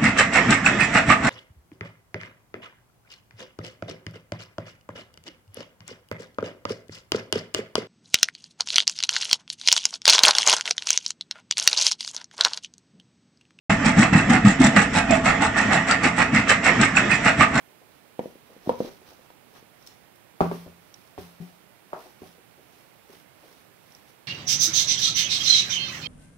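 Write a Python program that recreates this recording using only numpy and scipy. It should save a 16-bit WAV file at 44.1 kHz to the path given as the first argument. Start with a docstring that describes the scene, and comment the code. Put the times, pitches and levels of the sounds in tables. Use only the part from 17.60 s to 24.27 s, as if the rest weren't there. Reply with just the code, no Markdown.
"""In a small quiet room with a wooden floor, a shoe is set down in front and rocks on its sole.
Then blows and steps thud on the boards to the left; soles drag, cloth rustles and lace tips tick.
Knocks are dull pulses that ring the sole or the boards; scuffs, cloth and cracks are shaped noise.
The floor hums and shudders, reflections follow, and a close microphone pair adds a faint hiss."""
import sys
import numpy as np
from scipy import signal
from scipy.fft import rfft, irfft, next_fast_len
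from scipy.io import wavfile
from scipy.ndimage import uniform_filter1d

SR = 44100
rng = np.random.default_rng(int(sys.argv[2]) if len(sys.argv) > 2 else 0)


def wav_record(signal):
    """Record a signal, one row per channel, as 16-bit PCM in the file named by sys.argv[1]."""
    frames = np.transpose(np.atleast_2d(signal))
    bounded = np.clip(frames, -1, 1)
    # unit amplitude maps onto the largest positive 16-bit level
    quanta = np.round(bounded * 32767).astype(np.int16)
    wavfile.write(sys.argv[1], SR, quanta)


N = 294191
TIME = np.arange(N) / SR   # seconds

# In all tables, left-right level is left minus right.
# Rubber sole touching the floor in front:
# (t/s, body peak level/dB, low edge f/Hz, top edge f/Hz, ring level re pulse/dB, crack level re body/dB)
SOLE_KNOCKS = [(0.5922, -13, 201, 815, -4, -20.5), (0.6568, -22.5, 207, 636, -13, -28),
               (0.7550, -37.5, 228, 554, -36, -28), (0.964, -38.5, 150, 560, -6, -24),
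               (1.0722, -27.5, 350, 960, -24, -36), (1.0738, -17.5, 143, 400, -16, -34),
               (1.0935, -6, 230, 950, 11, -21.5), (1.2034, -11, 175, 653, -2, -25.5),
               (1.592, -43, 250, 684, -2, -26), (1.703, -37, 400, 1060, -8, -11),
               (1.961, -44.5, 700, 1700, -20, -19), (2.026, -41.5, 215, 540, -28, -19)]
# Heel and sole hitting the boards to the left in quick succession; same columns
BOARD_KNOCKS = [(2.8060, -5, 428, 1440, 8, -24), (2.8092, -7, 195, 420, 7, -26),
                (2.8118, -4.5, 252, 906, -15, -27.5), (2.8155, -24, 140, 420, 8, -37),
                (2.9135, -17.5, 337, 1070, -36, -19.5), (2.9174, -19.5, 340, 490, -4, -43),
                (3.5785, -26.5, 226, 1090, -6, -17), (3.5845, -27, 217, 484, 16, -19),
                (4.3310, -18, 586, 1350, -26, -21), (4.3335, -21, 516, 707, -11, -32),
                (4.6185, -31.5, 180, 463, 1, -17), (4.633, -37, 200, 820, 6, -23),
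                (5.497, -41.5, 340, 456, 26, -32), (5.535, -48, 340, 470, 7, -29)]
# Ways the sole and the boards vibrate: (f/Hz, level/dB, t60/s)
SOLE_RESONANCES = [(246, 2.5, 0.026), (499, 8, 0.044), (710, -9, 0.039), (933, 7.5, 0.024)]
BOARD_RESONANCES = [(172.2, -11, 0.59), (268, 6.5, 0.029), (398, 8.5, 0.041), (490, -20, 0.017),
                    (580, 10.5, 0.027), (752, 17.5, 0.04), (1162, 8.5, 0.047)]
# Colour of the brief crack at contact: (f/Hz, level/dB)
CRACK_COLOUR = [(300, 10.5), (1200, 6), (3000, -2.5), (5500, -13.5), (7500, -17.5), (11000, -18),
                (16000, -22)]
# The two microphone ports colour the treble differently: (f/Hz, left-right level/dB)
TREBLE_BALANCE = [(1000, -2), (3000, -2), (5700, -8), (8000, 3.5), (12000, 1)]
# Soles rolling and dragging: (t/s, level before swell/dB, centre f/Hz, time to swell/s, left-right level/dB)
SOLE_SCUFFS = [(0.099, -59, 520, 0.0073, 4), (0.214, -56.5, 550, 0.0083, 4), (0.891, -54.5, 477, 0.012, 4),
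               (1.056, -42, 505, .008, -2), (1.114, -37, 613, 0.0034, -4), (1.245, -38, 413, 0.0057, -4),
               (1.274, -41.5, 432, 0.0055, 5), (1.414, -54.5, 396, 0.0038, -2),
               (1.514, -49, 540, 0.0069, 1), (1.917, -59.5, 664, 0.019, -1), (1.957, -55, 1110, 0.0046, 12),
               (2.849, -32.5, 744, 0.0065, -11), (3.059, -44.5, 438, 0.0086, 4.5),
               (4.318, -52.5, 734, .01, 7), (4.345, -42.5, 680, 0.018, 1), (4.452, -49, 600, 0.0081, 6),
               (4.651, -51, 556, 0.005, -7), (4.778, -57, 455, 0.0075, -2), (4.971, -57.5, 430, 0.015, 0),
               (5.825, -54.5, 510, 0.013, 2)]
# Weight coming onto the floor: (t/s, peak level before panning/dB, time of push/s)
WEIGHT_SHIFTS = [(2.811, -40, 0.0042), (3.584, -43.5, 0.023), (3.8004, -32.5, 0.0069),
                 (3.819, -34.5, 0.0048)]
# Hum of the hollow floor: (f/Hz, level/dB, t60/s)
FLOOR_RESONANCES = [(177, 8.5, 0.23), (270, -14.5, 0.26), (383, -5, 0.11), (750, -19, 0.27)]
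# Landings that shake the whole floor: (t/s, peak level before panning/dB, top edge f/Hz)
FLOOR_LANDINGS = [(1.096, -41, 200), (2.815, -30.5, 80), (3.068, -45, 165), (3.587, -38, 262),
                  (4.622, -47, 200)]
# Deep vibrations of the joists: (f/Hz, level/dB, t60/s)
JOIST_RESONANCES = [(31.8, 2, 0.031), (59.4, -5, 0.14), (87, -0.5, 0.28)]
# Lace tips: (t/s, ring peak level before panning/dB, left-right level/dB, snap level/dB)
TIP_TICKS = [(1.501, -51, -8, -59), (1.5324, -50, 0, -55), (1.9385, -60, 5, -55), (2.2245, -47, -4, -56),
             (2.2645, -39.5, -2, -50), (2.2724, -33.5, -4, -42), (2.558, -55, -5, -51),
             (3.341, -39.5, -13, -55), (3.4755, -53, -7.5, -58), (6.321, -48, -13, -59),
             (6.349, -38, -8, -58)]
# High ringing of a lace tip: (f/Hz, level/dB, t60/s)
TIP_RESONANCES = [(4040, -27.5, 0.0027), (5500, -22, 0.0043), (7200, -51, 0.0017)]
# The hand sliding over the shoe's upper: (t at mid-stroke/s, level before fabric gain/dB, length/s)
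HAND_MOVES = [(0.34, -76, 0.15), (0.91, -72, 0.14), (1.085, -60.5, 0.1), (1.245, -58, 0.18),
              (1.5, -63.5, 0.1), (1.62, -73, 0.18), (1.97, -64, 0.089), (2.28, -69, 0.18)]
# Clothes brushing as the legs move; same columns
LEG_MOVES = [(3.39, -67, 0.41), (4.43, -59, 0.18), (4.67, -60.5, 0.15), (5.18, -66.5, 0.29),
             (5.555, -59, 0.12), (5.91, -62.5, 0.26), (6.33, -64.5, 0.19), (6.49, -64.5, 0.1)]
# Fabric shaken by a landing: (t/s, level before attack and fabric gain/dB)
SHAKES = [(0.61, -62), (2.807, -53.5), (2.915, -54.5), (3.578, -55), (3.805, -61.5)]
# Rubbing colour of the shoe's upper and of the clothes: (f/Hz, level/dB)
UPPER_COLOUR = [(100, 6.5), (450, 9.5), (1300, 5), (2500, 1), (4000, 1.5), (5800, -3.5), (7200, -12),
                (15000, -7.5)]
CLOTHES_COLOUR = [(100, 2), (450, 11), (1200, 6.5), (2500, 5), (4300, 2.5), (5700, 1.5), (7200, -7),
                  (11000, -1.5), (15000, -4)]
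# Narrow treble resonance of the microphone, heard as a high zip on the rubbing: (f/Hz, level/dB, t60/s)
MIC_RESONANCES = [(1380, -29, 0.011), (3800, -20, 0.0076), (5950, 7, 0.0028)]
# Loudness of the reflections in each region: (f/Hz, level/dB)
ECHO_COLOUR = [(40, -45), (100, 11.5), (200, 3.5), (300, 0), (500, -0.5), (900, -2), (1600, 3), (5000, 3.5),
               (15000, -10)]
# How alike the reflections are on both sides: (f/Hz, likeness from -1 to 1)
ECHO_LIKENESS = [(100, 0.27), (400, 0.69), (900, 0.32), (1600, 0), (15000, 0.29)]
# How long the reflections last: (f/Hz, t60/s)
ECHO_T60 = [(60, 0.99), (170, 0.27), (500, 0.3), (1000, 0.26), (3000, 0.47), (12000, 0.069)]
# Colour of the steady air and hiss: (f/Hz, level/dB)
AIR_COLOUR = [(15, -57), (25, -44), (48, -10), (119, -1.5), (289, -4.5), (331, -4), (482, -5.5), (523, -5),
              (631, -5), (741, -5.5), (804, -5), (1300, -10.5), (6550, -22), (11800, -18), (15500, -18.5)]
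# How alike that air is on both sides: (f/Hz, likeness from -1 to 1)
AIR_ALIKE = [(60, -0.03), (150, 0.036), (380, -0.032), (950, -0.083), (2380, 0.28), (5980, -0.44),
             (15000, 0.07)]
# Which side of the air is louder: (f/Hz, left-right level/dB)
AIR_SIDES = [(60, 0), (150, -11.5), (380, -10.5), (950, -8), (2380, -17.5), (5980, -7.5), (15000, -4.5)]

# seconds by which the left port leads: the shoe is slightly to the right, the boards to the left
SHOE_LEAD_S, BOARDS_LEAD_S = -0.00027, 0.00027
SETTLE_ATTACK_S, SETTLE_T60_S = 0.0097, 0.73
ROOM_BUILD_S = 0.006
AIR_DB = -55   # rms level
CUTOFF_HZ = 15650


def from_db(db):
    """Turn decibels into a plain multiplier."""
    return 10 ** (np.asarray(db) / 20)


def rms_one(x):
    """Scale a sound to an rms of 1."""
    return x / np.sqrt(np.mean(x ** 2) + 1e-20)


def peak_one(x):
    """Scale a sound to a peak of 1."""
    return x / (np.abs(x).max() + 1e-20)


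def at_hz(points, hz):
    """Read a table between its points, on a log-frequency axis."""
    table = np.array(points)
    return np.interp(np.log(np.maximum(hz, 1)), np.log(table[:, 0]), table[:, 1])


def cut(x, hz, kind, order):
    """Keep the lows ("low") or the highs ("high") of a sound."""
    edge_hz = np.clip(hz, 10, 0.45 * SR)
    return signal.sosfilt(signal.butter(order, edge_hz, kind, fs=SR, output="sos"), x)


def add(track, s, sound):
    """Mix a sound in at a moment."""
    start = max(round(s * SR), 0)
    track[start:start + len(sound)] += sound[:N - start]


def ring(push, modes):
    """A push sets off vibrations that each die away at their own pace."""
    t = TIME[:SR // 2]
    response = sum(from_db(db - 60 * t / t60) * np.cos(2 * np.pi * hz * t) for hz, db, t60 in modes)
    return signal.oaconvolve(push, response)[:len(push)]


def noise(spectrum, size, likeness=((1, 0),), balance=((1, 0),)):
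    """Stereo noise with a colour, a left-right likeness and a balance; rms 1."""
    padded = next_fast_len(size)
    hz = np.fft.rfftfreq(padded, 1 / SR)
    mid, side = rfft(rng.standard_normal((2, padded)))
    alike = np.clip(at_hz(likeness, hz), -1, 1)
    sides = np.array([[1], [-1]])
    # more of the shared part makes left and right more alike
    pair = np.sqrt(1 + alike) * mid + sides * np.sqrt(1 - alike) * side
    gain = from_db(at_hz(spectrum, hz) + sides * at_hz(balance, hz) / 2)
    return rms_one(irfft(pair * gain, padded)[:, :size])


def knocks(rows, modes, lead_s, crack_t60):
    """A soft contact pushes out one dull pulse, rings the body and gives a brief crack."""
    out, size = np.zeros((2, N)), SR // 2
    for s, db, low_hz, top_hz, ring_db, crack_db in rows:
        # a softer contact has a lower top edge
        push = cut(signal.unit_impulse(size) + 1e-18, top_hz, "low", order=7)
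        # slow pressure leaks round a small contact patch
        pulse = peak_one(cut(push, low_hz, "high", order=2))
        body = -peak_one(pulse + from_db(ring_db) * peak_one(ring(pulse, modes)))
        fade = from_db(crack_db - 60 * TIME[:size] / crack_t60)
        crack = fade * noise(CRACK_COLOUR, size, balance=TREBLE_BALANCE)
        add(out[0], s - lead_s / 2, from_db(db) * (body + crack[0]))
        add(out[1], s + lead_s / 2, from_db(db) * (body + crack[1]))
    return out


def scuffs(spread):
    """Tread blocks touch one after another, merging into a short dull swell."""
    out, size = np.zeros((2, N)), SR // 4
    for s, db, hz, swell_s, pan_db in SOLE_SCUFFS:
        dull = cut(rng.standard_normal(size), hz * spread, "low", order=4)
        tread = rms_one(cut(dull, hz / spread, "high", order=2))
        age = TIME[:size] / swell_s
        swell = age * np.exp(1 - age)   # fullest at age 1
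        for channel, side in enumerate((1, -1)):
            add(out[channel], s, from_db(db + side * pan_db / 2) * tread * swell)
    return out


def floor_boom(pan_db):
    """Weight comes on gradually, so the hollow floor swells and then hums out."""
    out, size = np.zeros(N), SR
    hum = ring(signal.unit_impulse(size), FLOOR_RESONANCES)
    for s, db, push_s in WEIGHT_SHIFTS:
        swell = 1 - np.exp(-2 * TIME[:size] / push_s)
        add(out, s, from_db(db) * peak_one(hum * swell))
    return out * from_db([[pan_db / 2], [-pan_db / 2]])


def floor_thuds(pan_db):
    """A softened push sets the joists into a deep, quickly damped shudder."""
    out = np.zeros(N)
    for s, db, top_hz in FLOOR_LANDINGS:
        push = cut(signal.unit_impulse(SR) + 1e-18, top_hz, "low", order=2)
        add(out, s, from_db(db) * peak_one(ring(push, JOIST_RESONANCES)))
    return out * from_db([[pan_db / 2], [-pan_db / 2]])


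def lace_ticks(scuff_t60):
    """Each hard tip scuffs for an instant, which gives a high ring and a thin snap."""
    out, size = np.zeros((2, N)), SR // 20
    for s, db, pan_db, snap_db in TIP_TICKS:
        fade = from_db(-60 * TIME[:size] / scuff_t60)
        scuff = fade * noise([(1, 0)], size, balance=TREBLE_BALANCE)
        for channel, side in enumerate((1, -1)):
            tip = from_db(db + side * pan_db / 2) * peak_one(ring(scuff[channel], TIP_RESONANCES))
            snap = from_db(snap_db) * cut(scuff[channel], 5200, "high", order=2)
            add(out[channel], s, tip + snap)
    return out


def rubbing(speed, spectrum, level_db, zip_db, grain_db):
    """Fabric slides in many tiny catches; the microphone's treble resonance adds a high zip."""
    catches = rms_one(uniform_filter1d(rng.standard_normal(N), size=200))   # size in samples
    hiss = noise(spectrum, N, ECHO_LIKENESS, TREBLE_BALANCE)
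    high_zip = rms_one(np.array([ring(channel, MIC_RESONANCES) for channel in hiss]))
    rustle = from_db(level_db) * hiss + from_db(zip_db) * high_zip
    return speed * from_db(grain_db * catches) * rustle


def stroking(rows):
    """Each stroke speeds up and slows down in a bell shape; overlapping strokes add in power."""
    power = np.zeros(N)
    for s, db, length_s in rows:
        power += (from_db(db) / np.cosh(np.pi * (TIME - s) / length_s)) ** 2
    return np.sqrt(power)


def settling(rows):
    """A landing jolts the fabric into motion, which then dies away."""
    power = np.zeros(N)
    for s, db in rows:
        age = np.maximum(TIME - s, 0)
        attack = 1 - np.exp(-age / SETTLE_ATTACK_S)
        power += (from_db(db - 60 * age / SETTLE_T60_S) * attack) ** 2
    return np.sqrt(power)


def room(x, wet_db):
    """Reflections thicken within milliseconds and die away octave by octave."""
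    size = SR
    t = TIME[:size]
    spectrum = rfft(noise([(1, 0)], size, ECHO_LIKENESS))
    hz = np.fft.rfftfreq(size, 1 / SR)
    tail = np.zeros((2, size))
    build = 1 - np.exp(-(t / ROOM_BUILD_S) ** 2)
    for low in 30 * 2.0 ** np.arange(10):   # lower edge of each octave, Hz
        centre = low * np.sqrt(2)
        inside = (hz >= low) & (hz < 2 * low)
        band = irfft(spectrum * inside, size) * from_db(-60 * t / at_hz(ECHO_T60, centre)) * build
        share = np.sqrt(inside.mean() / size)   # wider octaves hold more energy
        tail += rms_one(band) * share * from_db(at_hz(ECHO_COLOUR, centre))
    # the left channel alone feeds both sides
    return from_db(wet_db) * signal.fftconvolve(x[:1], tail, axes=1)[:, :N]


def still_air():
    """Steady coloured noise makes the quiet air and the microphones' faint hiss."""
    return from_db(AIR_DB) * noise(AIR_COLOUR, N, AIR_ALIKE, AIR_SIDES)


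def scene():
    """Near shoe, farther blows, floor, small handling sounds, reflections and still air."""
    near = knocks(SOLE_KNOCKS, SOLE_RESONANCES, SHOE_LEAD_S, crack_t60=0.03) + scuffs(spread=1.23)
    far = knocks(BOARD_KNOCKS, BOARD_RESONANCES, BOARDS_LEAD_S, crack_t60=0.058)
    floor = floor_boom(pan_db=6.5) + floor_thuds(pan_db=8.5)
    ticks = lace_ticks(scuff_t60=0.021)
    hand = rubbing(stroking(HAND_MOVES), UPPER_COLOUR, level_db=9.0, zip_db=-5.5, grain_db=2.5)
    clothes = rubbing(stroking(LEG_MOVES), CLOTHES_COLOUR, level_db=4.5, zip_db=-18.5, grain_db=2.1)
    shaken = rubbing(settling(SHAKES), CLOTHES_COLOUR, level_db=8.0, zip_db=-26.0, grain_db=0.8)
    echoes = room(near, wet_db=-7.0) + room(far, wet_db=-5.5) + room(ticks, wet_db=-5)
    return near + far + floor + ticks + hand + clothes + shaken + echoes + still_air()


def record(dry):
    """The highest treble is cut off steeply."""
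    # ripple 0.2 dB below the cutoff, at least 70 dB down above it
    return signal.sosfilt(signal.ellip(10, 0.2, 70, CUTOFF_HZ, fs=SR, output="sos"), dry)


dry = scene()
out = record(dry)
wav_record(out)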